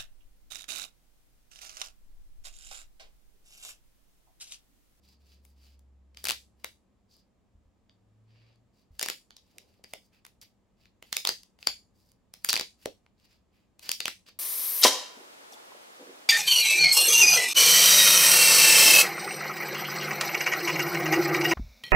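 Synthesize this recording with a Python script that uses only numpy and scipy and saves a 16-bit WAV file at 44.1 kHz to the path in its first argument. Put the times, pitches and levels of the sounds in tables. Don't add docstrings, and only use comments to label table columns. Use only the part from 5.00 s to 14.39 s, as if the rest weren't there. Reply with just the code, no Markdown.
import sys
import numpy as np
from scipy import signal
from scipy.fft import rfft, irfft
from scipy.io import wavfile
from scipy.ndimage import uniform_filter1d

SR = 44100
rng = np.random.default_rng(int(sys.argv[2]) if len(sys.argv) > 2 else 0)


def to_wav(s):
    ch = np.atleast_2d(s).T
    pcm = np.round(np.clip(ch, -1, 1) * 32767)
    wavfile.write(sys.argv[1], SR, pcm.astype(np.int16))


N = 414080


def undb(db):
    return 10 ** (np.asarray(db) / 20)


def bins(size):
    return np.fft.rfftfreq(size, 1 / SR)


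def log_curve(hz, points_hz, values):
    return np.interp(np.log(hz + 1), np.log(points_hz), values)


def resonance(hz, centre_hz, width_hz, db):
    return 1 + (undb(db) - 1) / (1 + 2j * (hz - centre_hz) / width_hz)


def wander(size, rate_hz):
    knots = rng.standard_normal(int(size / SR * rate_hz) + 2)
    return np.interp(np.arange(size) / SR * rate_hz, np.arange(len(knots)), knots)


def add(out, sound, start_s):
    start = max(int(start_s * SR), 0)
    part = sound[..., :N - start]
    out[:, start:start + part.shape[-1]] += part


def stereo_noise(size, share):
    common, own = rfft(rng.standard_normal(size)), rfft(rng.standard_normal((2, size)))
    return irfft(np.sqrt(share) * common + np.sqrt(1 - share) * own)


# frequency in Hz, relative spectral density in dB.
AIR_SPECTRUM = [(15, -43), (25, -12), (59, -7), (120, -8.5), (145, -19), (190, -6), (229, -11), (394, -19),
                (489, -19), (1290, -29), (1400, -35.5), (1560, -32.5), (2760, -36.5), (7110, -43.5),
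                (16000, -55.5)]


def air(level_db=-70, waver_db=-0.27):
    hz = bins(N)
    field = rfft(stereo_noise(N, log_curve(hz, [100, 1000, 6000], [.65, .45, .35])))
    colour = undb(log_curve(hz, *np.transpose(AIR_SPECTRUM)))
    noise = irfft(field * colour * resonance(hz, 7300, width_hz=500, db=6))
    return noise / np.std(noise.mean(axis=0)) * undb(level_db + waver_db * wander(N, 6))


# crest time in seconds, half length in seconds,
# crest level in dB, pitch at the crest in Hz, glide in Hz per second.
MOTOR_SWELLS = [(0.804, .72, -58, 68, -1.9), (3.318, .29, -61, 111.2, 19.5)]


def motor():
    out = 0
    for crest_s, half_s, db, hz, glide in MOTOR_SWELLS:
        t = np.arange(N) / SR - crest_s
        swell = np.sqrt(2) * undb(db) * np.exp(-(t / half_s) ** 2)
        out = out + swell * np.sin(2 * np.pi * (hz + glide * t / 2) * t)
    return out


# centre in Hz, gain in dB, time to decay by 60 dB in seconds.
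ROOM_BANDS = [(150, -9.5, .2), (550, -5.5, 0.14), (1210, -10, 0.1), (2500, -3, 0.2), (4860, -4, 0.22),
              (8040, -12.5, 0.33), (13900, -9.5, 0.22)]


def room(sound, gap_s=0.0038, build_s=0.0039):
    size = SR // 2
    t, hz = np.arange(size) / SR, bins(size)
    centres, levels, decays = np.transpose(ROOM_BANDS)
    echoes = rfft(stereo_noise(size, share=0.31) * undb(1.4 * wander(size, 700)))
    onset = 1 - np.exp(-np.maximum(t - gap_s, 0) / build_s)
    response = 0
    for weights, db, t60 in zip(np.eye(len(ROOM_BANDS)), levels, decays):
        band = irfft(echoes * log_curve(hz, centres, weights))
        fade = onset * undb(-60 * t / t60)
        response = response + band * undb(db) * fade / np.sqrt(np.sum(fade ** 2))
    return signal.fftconvolve(sound, response, axes=1)[:, :N]


# frequency in Hz, share of power common to both ports (0 to 1).
PORT_COHERENCE = [(300, 0.7), (1200, 0), (4500, 0.9), (9000, 0.08)]


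def close_noise(size):
    return stereo_noise(size, log_curve(bins(size), *np.transpose(PORT_COHERENCE)))


# centre in Hz, width in Hz, gain in dB.
RING_PEAKS = [(4710, 410, 4.5), (11900, 780, 3.5)]


def ringing(hz):
    return undb(sum(db / (1 + (2 * (hz - centre) / width) ** 2) for centre, width, db in RING_PEAKS))


# time in seconds, level in dB.
TABLE_BUMPS = [(2.56, -53), (2.665, -58), (3.08, -71.5), (3.915, -51.5), (6.682, -53.5)]


def bumps(low_hz=48, high_hz=76, rise_s=0.0034, decay_s=0.034):
    out, t = np.zeros((2, N)), np.arange(SR // 4) / SR
    modes = np.sin(2 * np.pi * low_hz * t) + np.sin(2 * np.pi * high_hz * t)
    thud = modes * np.exp(-t / decay_s) * (1 - np.exp(-t / rise_s))
    for s, db in TABLE_BUMPS:
        add(out, undb(db) * thud, s - .01)
    return out


# start in seconds, end in seconds, level in dB.
SLEEVE_DRAGS = [(3.302, 3.59, -77), (4.522, 4.74, -68)]


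def drags(band_hz=(220, 650), judder_db=4):
    out = np.zeros((2, N))
    body = signal.butter(2, band_hz, "band", fs=SR, output="sos")
    for start, end, db in SLEEVE_DRAGS:
        size = 2 * int((end - start) * SR / 2)
        slide = signal.sosfilt(body, close_noise(size) * undb(judder_db * wander(size, 55)))
        add(out, slide / np.std(slide) * undb(db) * signal.windows.tukey(size, .5), start)
    return out


# frequency in Hz, relative level in dB, 60 dB decay time in seconds.
POCKET_MODES = [(496, 5.5, 0.01), (556, -17, 0.03)]
# start in seconds, level in dB, pitch as a multiple of the pocket's.
SLEEVE_PATS = [(4.795, -53.5, 1), (4.9365, -32.5, 1.25), (7.8587, -19, 1)]


def pats(rise_s=0.00075):
    out, t = np.zeros((2, N)), np.arange(SR // 10) / SR
    for start, level_db, pitch in SLEEVE_PATS:
        pop = sum(undb(db - 60 * t / t60) * np.sin(2 * np.pi * pitch * hz * t)
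                  for hz, db, t60 in POCKET_MODES)
        add(out, undb(level_db) * pop * (1 - np.exp(-t / rise_s)), start)
    return out


# start in seconds, end in seconds,
# relative level in dB, midrange shading in dB, treble shading in dB.
FINGER_RUBS = [(0, .17, -59.5, -3.5, -11), (.17, .43, -62.5, -1, -10), (.4, .56, -68.5, -1, -1.5),
               (.53, .78, -61.5, 0.5, -9), (2.07, 2.24, -60, -13, -16), (3.24, 3.599, -66.5, 7.5, -21.5),
               (3.719, 3.857, -67.5, -3.5, -10), (4.332, 4.88, -69, 2.5, -8), (5.002, 5.08, -64.5, -18, -7),
               (5.11, 5.21, -65, 9.5, -8), (5.41, 5.442, -47.5, 1, -5.5), (5.757, 5.9, -68, 4, -10.5),
               (6.92, 7.143, -66.5, -6.5, -6), (8.146, 8.419, -63, 2, -12), (8.497, 8.68, -74.5, 10.5, -7),
               (8.828, 8.93, -44, 4.5, -11), (9.255, 9.305, -49, 3, -13.5)]
# time the glue first gives in seconds, relative level of the lead-in rub
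# in dB, left minus right level of nearby snaps in dB, their gain into the room in dB.
FLAP_TUGS = [(1.242, -58, 3, -2), (1.646, -69, 3, -.5), (3.995, -70.5, 1.5, 0.5), (4.936, -63, 1, -1.5),
             (6.128, -61.5, 0, 0), (6.672, -56, 3, -1.5), (7.448, -68, 1, -1), (7.857, -62.5, 1, -3.5),
             (8.893, -50, 3.5, 0.5)]


def strokes(lead_s=.095, overlap_s=.035, middle_db=2, top_db=-6):
    return FINGER_RUBS + [(s - lead_s, s + overlap_s, db, middle_db, top_db) for s, db, _, _ in FLAP_TUGS]


def rubbing(gain_db=-2, grain_db=2.5, waver_db=3, grain_samples=32):
    out = np.zeros((2, N))
    for start, end, db, middle_db, top_db in strokes():
        size = 2 * int((end - start) * SR / 2)
        hz = bins(size)
        holds = np.minimum(rng.exponential(size=size // grain_samples + 1), 4.5)
        catches = undb(grain_db * np.repeat(holds, grain_samples)[:size])
        fibres = close_noise(size) * catches / np.sqrt(np.mean(catches ** 2))
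        colour = undb(log_curve(hz, [200, 1500, 2500, 4800, 9500, 15500],
                                [-8, middle_db - 7.5, middle_db - 4, -3, top_db, top_db]))
        modes = resonance(hz, 4800, width_hz=880, db=4) * resonance(hz, 2600, width_hz=600, db=3)
        pressure = signal.windows.tukey(size, 0.71) * undb(db + gain_db + waver_db * wander(size, 56))
        add(out, irfft(rfft(fibres) * colour * ringing(hz) * modes) * pressure, start)
    return out


def stray_ticks(per_second=2.2, above_stroke_db=18.5, spread_db=2, top_db=-3, low_hz=2390, high_hz=6000):
    ticks = []
    for start, end, stroke_db, _, _ in strokes():
        count = int((end - start) * per_second + .5)
        for when, strength, facet in rng.random((count, 3)):
            db = stroke_db + above_stroke_db + spread_db * (2 * strength - 1)
            ping_hz = low_hz + facet * (high_hz - low_hz)
            ticks.append((start + when * (end - start), db, 0, top_db, ping_hz))
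    return crinkle(ticks)


def snap(body_db, top_db, ping_hz, rise_s=0.00051, fall_s=0.00055, bending_s=0.0014, size=1024):
    t, hz = (np.arange(size) - size // 2) / SR, bins(size)
    fracture = np.tanh(0.66 * np.exp(-np.abs(t) / np.where(t < 0, rise_s, fall_s)))
    skirts = undb(-24) * np.exp(-np.abs(t) / np.where(t < 0, .0025, .004))
    burst = rfft(close_noise(size) * (fracture + skirts))
    burst = burst / np.sqrt(uniform_filter1d(np.abs(burst) ** 2, size=61, axis=-1))
    middle_db = 0.55 * body_db - 0.2
    shape_db = [body_db - 14, body_db, (body_db + middle_db) / 2, middle_db, 0, top_db, top_db - 6.5]
    colour = undb(log_curve(hz, [60, 450, 1100, 2300, 4800, 9500, 15500], shape_db))
    delay_s = bending_s / (1 + hz / 900)
    burst = burst * colour * ringing(hz) * np.exp(-2j * np.pi * np.cumsum(delay_s) * hz[1])
    ping_db = min(11 - 4.5 * np.log2(ping_hz / 2580), 12)
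    window = signal.windows.tukey(size, .5)
    to_phone = irfft(burst * resonance(hz, ping_hz, width_hz=600, db=ping_db)) * window
    to_walls = irfft(burst * resonance(hz, ping_hz, width_hz=2400, db=0.42 * ping_db)) * window
    return to_phone, to_walls


def crinkle(snaps, facing_db=1.1):
    direct, thrown = np.zeros((2, 2, N))
    for s, db, body_db, top_db, ping_hz in snaps:
        _, _, side_db, room_db = min(FLAP_TUGS, key=lambda tug: abs(tug[0] - s))
        pan_db = side_db + facing_db * rng.standard_normal()
        to_phone, to_walls = snap(body_db, top_db, ping_hz)
        start = s - to_phone.shape[1] / 2 / SR
        add(direct, to_phone * undb(db + np.array([[pan_db], [-pan_db]]) / 2), start)
        add(thrown, to_walls * undb(db + room_db), start)
    return direct + room(thrown)


# time
# in seconds, strength in dB, body and treble relative to that strength in dB, ping in Hz.
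FLAP_SNAPS = [(0.4515, -38, -3.0, 9.5, 2210), (0.7934, -42, -7, 4.5, 8030), (1.147, -34, -6.0, -9.5, 2500),
              (1.1723, -14.5, -15.5, -13.5, 2600), (1.2422, -12.5, 3.5, 7.5, 4930),
              (1.2539, -2, -13, -1, 1450), (1.2573, -11.5, -8.5, -3, 2610), (1.2629, -10.5, -3.5, -5, 2960),
              (1.2705, -7, 0.5, 1, 2550), (1.2858, 0, -12, -2.5, 2550), (1.2927, -2.5, -1, -1, 2800),
              (1.2998, 0.5, -5, -4.5, 2930), (1.308, 0, -1.5, -2, 2847), (1.319, -7, -2.5, -1, 3100),
              (1.6451, -10, 3.5, 2, 2230), (2.167, -49, -1, 11, 4760), (2.8959, -32, -8, -30, 2730),
              (3.995, -3.5, -15.0, -1.5, 1720), (4.0131, -4.5, -0.5, -4, 5520), (4.0288, 1.5, -2, -1, 7390),
              (4.0351, -3, -5, -10, 7390), (4.061, -8, 4, -2, 6000), (4.086, -4.0, -2.5, -1, 1800),
              (4.1001, -2, 2, -3, 8000), (4.307, -21, -10.5, -16, 1480), (4.3672, -19, -14.5, -10, 4880),
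              (4.5838, -18, -12.5, -2, 2430), (4.8406, -23, -1.0, -3, 7500), (4.844, -22.5, 5, -13, 5040),
              (4.9363, -13, 2, 0.5, 2480), (5.251, -21.5, -6.5, -4, 1550), (5.2657, -31, 3, 8, 2130),
              (5.4152, -23.5, -18, -2, 5980), (5.8562, -32, -5.5, -18, 2290), (6.026, -25.5, 9.5, 2, 2450),
              (6.1282, 0.5, -3, -2, 4170), (6.1681, 5.0, -15.5, -3.5, 2210), (6.2515, 1.5, -0.5, -5, 3360),
              (6.2732, 6, -6, -6, 4630), (6.2913, 3.5, -1, -4.5, 4900), (6.4335, -25.5, -8, -4, 5120),
              (6.5896, -36.5, 6, -6.5, 2960), (6.6282, -17.0, -7.5, -15.5, 2600),
              (6.6721, 8.5, -4.5, -7.5, 4880), (7.1181, -37, -9, 2, 6880), (7.3389, -18.0, -2, -0.5, 5080),
              (7.4471, -3.5, -6, 7, 1530), (7.4897, 3.5, -4, -4.5, 4600), (7.4946, 10.5, -28, -11.5, 2320),
              (7.4984, 8, -24.0, -10.5, 1800), (7.504, 1.5, -10.5, -2.5, 5080),
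              (7.5304, 4.5, -7.5, 0.5, 2300), (7.5404, 2, 2, -10, 4880), (7.5567, 3, -8.5, -12.5, 4830),
              (7.5652, 1, -5, -10, 2340), (7.576, -2.5, -1.5, -8, 5250), (7.5967, 0, -0.5, -7, 4900),
              (7.611, -1.5, 0.5, -8.5, 5490), (7.858, -6.5, -5, -3.5, 2060),
              (8.0639, -40.5, 7.5, -12, 2070), (8.7945, -25, -5.5, 1, 2310), (8.8926, 0, -3.5, -4, 5130),
              (8.9165, 4, -20, -1.5, 2600), (9.0048, 0.5, -9.5, -8.5, 2770), (9.0564, 0.5, -2, -4.5, 2720),
              (9.0807, -3, -0.5, -2.5, 1490), (9.2872, -28, 5, -5.5, 4560)]


def flap(spots=3):
    return sum(crinkle(FLAP_SNAPS[k::spots]) for k in range(spots))


def scene():
    snaps = flap()
    handling = rubbing() + pats() + drags()
    background = motor() + air()
    return background + handling + room(handling) + bumps() + stray_ticks() + snaps


def record(dry, cutoff_hz=16000):
    return signal.sosfilt(signal.ellip(8, .2, 70, cutoff_hz, fs=SR, output="sos"), dry)


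dry = scene()
out = record(dry)
to_wav(out)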